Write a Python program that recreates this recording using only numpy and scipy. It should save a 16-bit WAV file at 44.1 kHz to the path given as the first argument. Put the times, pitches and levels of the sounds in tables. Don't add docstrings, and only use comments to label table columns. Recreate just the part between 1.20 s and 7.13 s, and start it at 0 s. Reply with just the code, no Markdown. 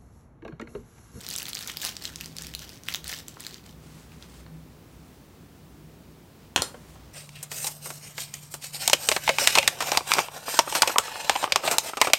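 import sys
import numpy as np
from scipy import signal
from scipy.fft import rfft, irfft
from scipy.io import wavfile
from scipy.ndimage import uniform_filter1d

SR = 44100
rng = np.random.default_rng(int(sys.argv[2]) if len(sys.argv) > 2 else 0)


def store_wav(level_fs):
    pcm = np.round(np.clip(np.atleast_2d(level_fs), -1, 1) * 32767)
    wavfile.write(sys.argv[1], SR, pcm.T.astype(np.int16))


N = 261601


def gain_of(db):
    return 10 ** (np.asarray(db) / 20)


def evened(x):
    return x / np.sqrt(np.mean(x ** 2) + 1e-20)


def read(points, hz):
    f, value = np.transpose(points)
    return np.interp(np.log(hz + 1), np.log(f + 1), value)


def add(mix, s, sound):
    part = mix[round(s * SR):][:len(sound)]
    part += sound[:len(part)]


def coloured(x, spectrum):
    hz = np.fft.rfftfreq(len(x), 1 / SR)
    return evened(irfft(rfft(x) * gain_of(read(spectrum, hz)), len(x)))


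def ring(hz, cycles, phase, size=256):
    turns = np.arange(size) / SR * hz
    shape = turns / cycles * np.exp(1 - turns / cycles)
    return shape * np.sin(2 * np.pi * (turns + phase))


def tick(noise, ms):
    t = np.arange(len(noise) - 1) / SR
    less_bass = noise[1:] - .5 * noise[:-1]
    burst = less_bass * np.exp(-1000 * t / ms)
    return burst / abs(burst).max()


SWELL_DROP_DB = 12.5


def swells(rows, order=2):
    t = np.arange(N) / SR
    power = 0
    for s, db, half in rows:
        drop_db = SWELL_DROP_DB * abs((t - s) / half) ** order
        power = power + gain_of(2 * (db - drop_db))
    return np.sqrt(power)


# frequency in Hz, relative level in dB per Hz.
HUM_COLOUR = [(15, -62), (30, -22), (50, -12), (100, -6.5), (200, -9), (300, -11), (570, -19.5),
              (977, -23.5), (1630, -28.5), (4300, -33), (11700, -38.5), (15700, -35.5)]
# frequency in Hz, width in Hz, relative level in dB.
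DRONES = [(63.3, 2.8, -5), (158.9, 5.7, -4), (241.6, 24, -11.5)]
# frequency in Hz, level in dB rms.
WHINE = [(12996, -87), (13997, -87), (14997, -83)]
HUM_DB = -51
DRONE_DB, WAVER_DB, WAVER_S = -52, 3.5, .25


def hum():
    t, drones = np.arange(N) / SR, np.zeros(N)
    for hz, width, db in DRONES:
        memory = np.exp(-np.pi * width / SR)
        slow = signal.lfilter([1], [1, -memory], rng.standard_normal((2, N)))
        turn = 2 * np.pi * hz * t
        drones += gain_of(db) * evened(slow[0] * np.cos(turn) + slow[1] * np.sin(turn))
    drones = signal.lfilter(*signal.butter(2, (45, 350), "band", fs=SR), drones)
    waver = evened(uniform_filter1d(rng.standard_normal(N), round(WAVER_S * SR)))
    drones *= gain_of(DRONE_DB + WAVER_DB * waver)
    whine = sum(gain_of(db) * np.sqrt(2) * np.sin(2 * np.pi * hz * t) for hz, db in WHINE)
    steady = gain_of(HUM_DB) * coloured(rng.standard_normal(N), HUM_COLOUR)
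    return steady + drones + whine


# frequency in Hz, time in seconds to fade by 60 dB.
ROOM = [(250, 0.19), (1000, 0.32), (4000, 0.21), (12000, 0.25)]


def bedroom(x):
    taps = np.zeros(SR // 2)
    at = np.arange(80, len(taps) - 20, 20)
    at = at + rng.integers(0, 20, len(at))
    taps[at] = rng.choice([-1., 1.], len(at))
    hz, t, bands = signal.stft(taps, SR, nperseg=128)
    fade = gain_of(-60 * t / read(ROOM, hz)[:, None])
    tail = signal.istft(bands * fade, SR, nperseg=128)[1]
    return signal.fftconvolve(x, tail / np.linalg.norm(tail))[:N]


# frequency in Hz, relative level in dB per Hz.
CLOTH = [(300, -13), (1000, -4), (3000, -7), (8000, -9.5), (15700, -23)]
# middle in seconds, level in dB, half length in seconds,
# extra treble in dB.
STROKES = [(2.748, -58, 0.16, 2), (2.96, -58.5, 0.063, 0), (3.037, -53.5, 0.036, -3),
           (3.155, -55.5, 0.086, 1), (3.85, -65.5, 0.2, 1.5), (5.23, -62, .05, -4), (5.6, -60, 0.15, 1.5),
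           (5.719, -61, 0.053, 7), (5.86, -60.5, 0.16, -9)]
FIBRE_HZ = 7000


def sleeves():
    grain = evened(uniform_filter1d(rng.standard_normal(N), 150))
    rub = coloured(rng.standard_normal(N) * gain_of(1.7 * grain), CLOTH)
    treble = signal.filtfilt(*signal.butter(2, FIBRE_HZ, "high", fs=SR), rub)
    plain = [(s, db, half) for s, db, half, _ in STROKES]
    bright = [(s, db + extra_db, half) for s, db, half, extra_db in STROKES]
    return (rub - treble) * swells(plain, order=4) + treble * swells(bright, order=4)


# frequency in Hz, relative level in dB per Hz.
FILM = [(250, -36), (500, -4.5), (1000, -3), (2000, -2), (4500, 3), (7000, 0), (10000, -7.5), (15700, -6)]
# peak in seconds, level in dB,
# half length in seconds.
SQUEEZES = [(.02, -46.5, 0.059), (.16, -41, 0.14), (.281, -37.5, 0.029), (.4, -41, 0.064),
            (.489, -38.5, .05), (.655, -34.5, 0.086), (.856, -42.5, 0.078), (1.01, -48, 0.13),
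            (1.24, -45, 0.11), (1.42, -41.5, 0.038), (1.525, -49.5, 0.078), (1.71, -39.5, 0.058),
            (1.91, -35.5, 0.058), (1.99, -42, 0.035), (2.1, -54.5, .06), (2.26, -46, 0.088),
            (2.36, -50.5, 0.054), (2.48, -55, 0.063)]
CRACKLES_PER_S, CRACKLE_SPREAD_DB = 1200, 5


def crackle():
    clumps = evened(uniform_filter1d(rng.standard_normal(N), 500))
    chance = np.minimum(rng.exponential(1, N), 3)
    size = gain_of(CRACKLE_SPREAD_DB * chance + 2 * clumps)
    size *= rng.random(N) < CRACKLES_PER_S / SR
    facet, out, t = rng.integers(0, 24, N), np.zeros(N), np.arange(256) / SR
    for k, hz in enumerate(np.geomspace(1500, 14000, num=24)):
        click = rng.standard_normal(256) * np.exp(-t / 0.00048)
        grain = evened(click) + 0.72 * evened(ring(hz, 1.6, rng.random()))
        out += signal.oaconvolve(size * (facet == k), grain)[:N]
    return coloured(out, FILM) * swells(SQUEEZES)


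# start in seconds, level of the main ring in dB,
# pitch of that ring in Hz.
SNAPS = [(0.013, -31, 8000), (0.0355, -34, 5400), (0.0657, -22, 4570), (0.0881, -22, 4730),
         (0.103, -20, 6250), (0.1112, -19.5, 4600), (0.1267, -24, 6000), (0.138, -19, 8100),
         (0.1543, -21, 3700), (0.1625, -13, 7250), (0.1795, -20, 5100), (0.1849, -18, 6300),
         (0.2202, -26, 3040), (0.229, -23, 12500), (0.2554, -22, 3950), (0.267, -22.5, 4470),
         (0.2833, -24, 3320), (0.291, -19, 11000), (0.2998, -31, 5400), (0.3321, -18, 3900),
         (0.347, -23, 8900), (0.3517, -17.5, 4850), (0.3708, -23.5, 2670), (0.3903, -22, 4430),
         (0.41, -27, 12600), (0.4264, -23, 5500), (0.4325, -25, 5670), (0.4751, -19, 6300),
         (0.4974, -21.5, 2150), (0.571, -17, 4930), (0.6169, -20.5, 3500), (0.6208, -21, 6300),
         (0.63, -27, 6040), (0.6444, -19.5, 4700), (0.65, -12.5, 4970), (0.6656, -22, 5700),
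         (0.6755, -24, 4030), (0.6925, -21.5, 5450), (0.7673, -17, 5250), (0.84, -26.5, 5100),
         (0.8536, -16.5, 4100), (0.959, -20.5, 5700), (1.01, -23.5, 2750), (1.059, -23, 5240),
         (1.167, -23.5, 4950), (1.1851, -21.5, 4500), (1.2218, -20.5, 6860), (1.2687, -25, 5200),
         (1.3387, -26.5, 3350), (1.35, -18.5, 4300), (1.3929, -25, 5400), (1.4928, -27.5, 5330),
         (1.6356, -30.5, 5930), (1.6669, -38, 4830), (1.6858, -15.5, 2330), (1.7399, -16, 4800),
         (1.7467, -12.5, 3530), (1.7575, -22, 6000), (1.8434, -25.5, 4040), (1.8798, -18.5, 9150),
         (1.894, -19, 5940), (1.9279, -21.5, 2220), (1.9347, -23.5, 5100), (1.9886, -28.5, 4300),
         (2.0829, -21, 7400), (2.2057, -21.5, 8150), (2.2497, -30, 3570), (2.2668, -21, 4250),
         (2.3436, -27, 4370), (2.4634, -38, 4300), (2.9198, -42, 2480), (3.0254, -32, 3760)]
EDGE_DB, EDGE_SPREAD_DB = -6, 19


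def snaps():
    out = np.zeros(N)
    chance, noise = rng.random((len(SNAPS), 7)), rng.standard_normal((len(SNAPS), 257))
    for (s, db, hz), c, z in zip(SNAPS, chance, noise):
        facet = ring(hz, .8, c[0])
        larger = gain_of(-13) * ring(hz * (.4 + .4 * c[1]), .45, c[2])
        smaller = gain_of(-2.5) * ring(hz * (1.32 + 0.84 * c[3]), 0.74, c[4])
        edge_db = EDGE_DB + EDGE_SPREAD_DB * (c[6] - .5)
        edge = gain_of(edge_db) * np.roll(tick(z, .4), 8)
        flip = gain_of(db) * (facet + larger + smaller + edge)
        add(out, s, flip)
        add(out, s + .0003 + .0008 * c[5], -gain_of(-9) * flip)
    return out


# frequency in Hz, peak in dB over the bare slap
# at full level, time in seconds to fade by 60 dB.
MODES = [(94, 11.5, 0.11), (280, 10.5, 0.17), (391, 10, 0.065), (543, 13.5, 0.023), (783, 8.5, 0.018),
         (1006, 14.5, 0.011), (1338, 11, 0.016), (1840, 7.5, 0.0058), (2230, 9.5, 0.0058),
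         (2920, 7.5, 0.014), (3320, 15, 0.0046), (4300, 17, 0.011), (5100, 10, .008), (6000, 8, 0.009),
         (7360, 9, 0.0029), (8900, 2.5, 0.0036)]
BODY_DB = 11.5


def body(size=16384):
    hz = abs(np.fft.fftfreq(size, 1 / SR))
    power = 1e-3 + hz ** 2 / (hz ** 2 + 900 ** 2)
    for f, db, t60 in MODES:
        off_pitch = 2 * np.pi * (hz - f) * t60 / np.log(1000)
        power += gain_of(2 * db) / (1 + off_pitch ** 2)
    response = np.exp(np.conj(signal.hilbert(np.log(power) / 2)))
    return gain_of(BODY_DB) * np.fft.ifft(response).real[:size // 2]


# start in
# seconds, strength in dB, hardness as top frequency in Hz, rattle length in milliseconds.
CONTACTS = [(2.17, -43, 1310, 0.85), (3.264, -45, 1210, 1.9), (5.3612, -11, 8840, 3.2),
            (5.377, -23.5, 4000, 1.9), (5.393, -24, 151, 5.5), (5.4207, -14, 11900, 1.77),
            (5.429, -32, 14000, 1), (5.544, -35.5, 790, 6.8), (5.756, -47, 1010, 6)]


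def box_and_band():
    force, t = np.zeros(N), np.arange(2048) / SR
    noise = rng.standard_normal((len(CONTACTS), len(t)))
    for (s, db, top_hz, ms), z in zip(CONTACTS, noise):
        push = z * np.exp(-(1000 * t / ms) ** 2)
        push[0] = .35 * np.sign(z[0]) * np.linalg.norm(push)
        push = signal.lfilter(*signal.butter(2, min(top_hz, .45 * SR), fs=SR), push)
        add(force, s, gain_of(db) * push / np.linalg.norm(push))
    sound = signal.oaconvolve(force, body())[:N]
    return signal.lfilter(*signal.butter(2, 70, "high", fs=SR), sound)


BAG_ROOM_DB, BOX_ROOM_DB = -8.5, -5.5


def scene():
    bag, wood = snaps() + crackle(), box_and_band()
    echo = bedroom(gain_of(BAG_ROOM_DB) * bag + gain_of(BOX_ROOM_DB) * wood)
    return (bag + wood + echo + sleeves() + hum())[None]


EDGE_HZ = 15900


def record(dry):
    low_pass = signal.firwin(511, EDGE_HZ, window=("kaiser", 9), fs=SR)
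    return signal.oaconvolve(dry, low_pass[None], "same")


dry = scene()
out = record(dry)
store_wav(out)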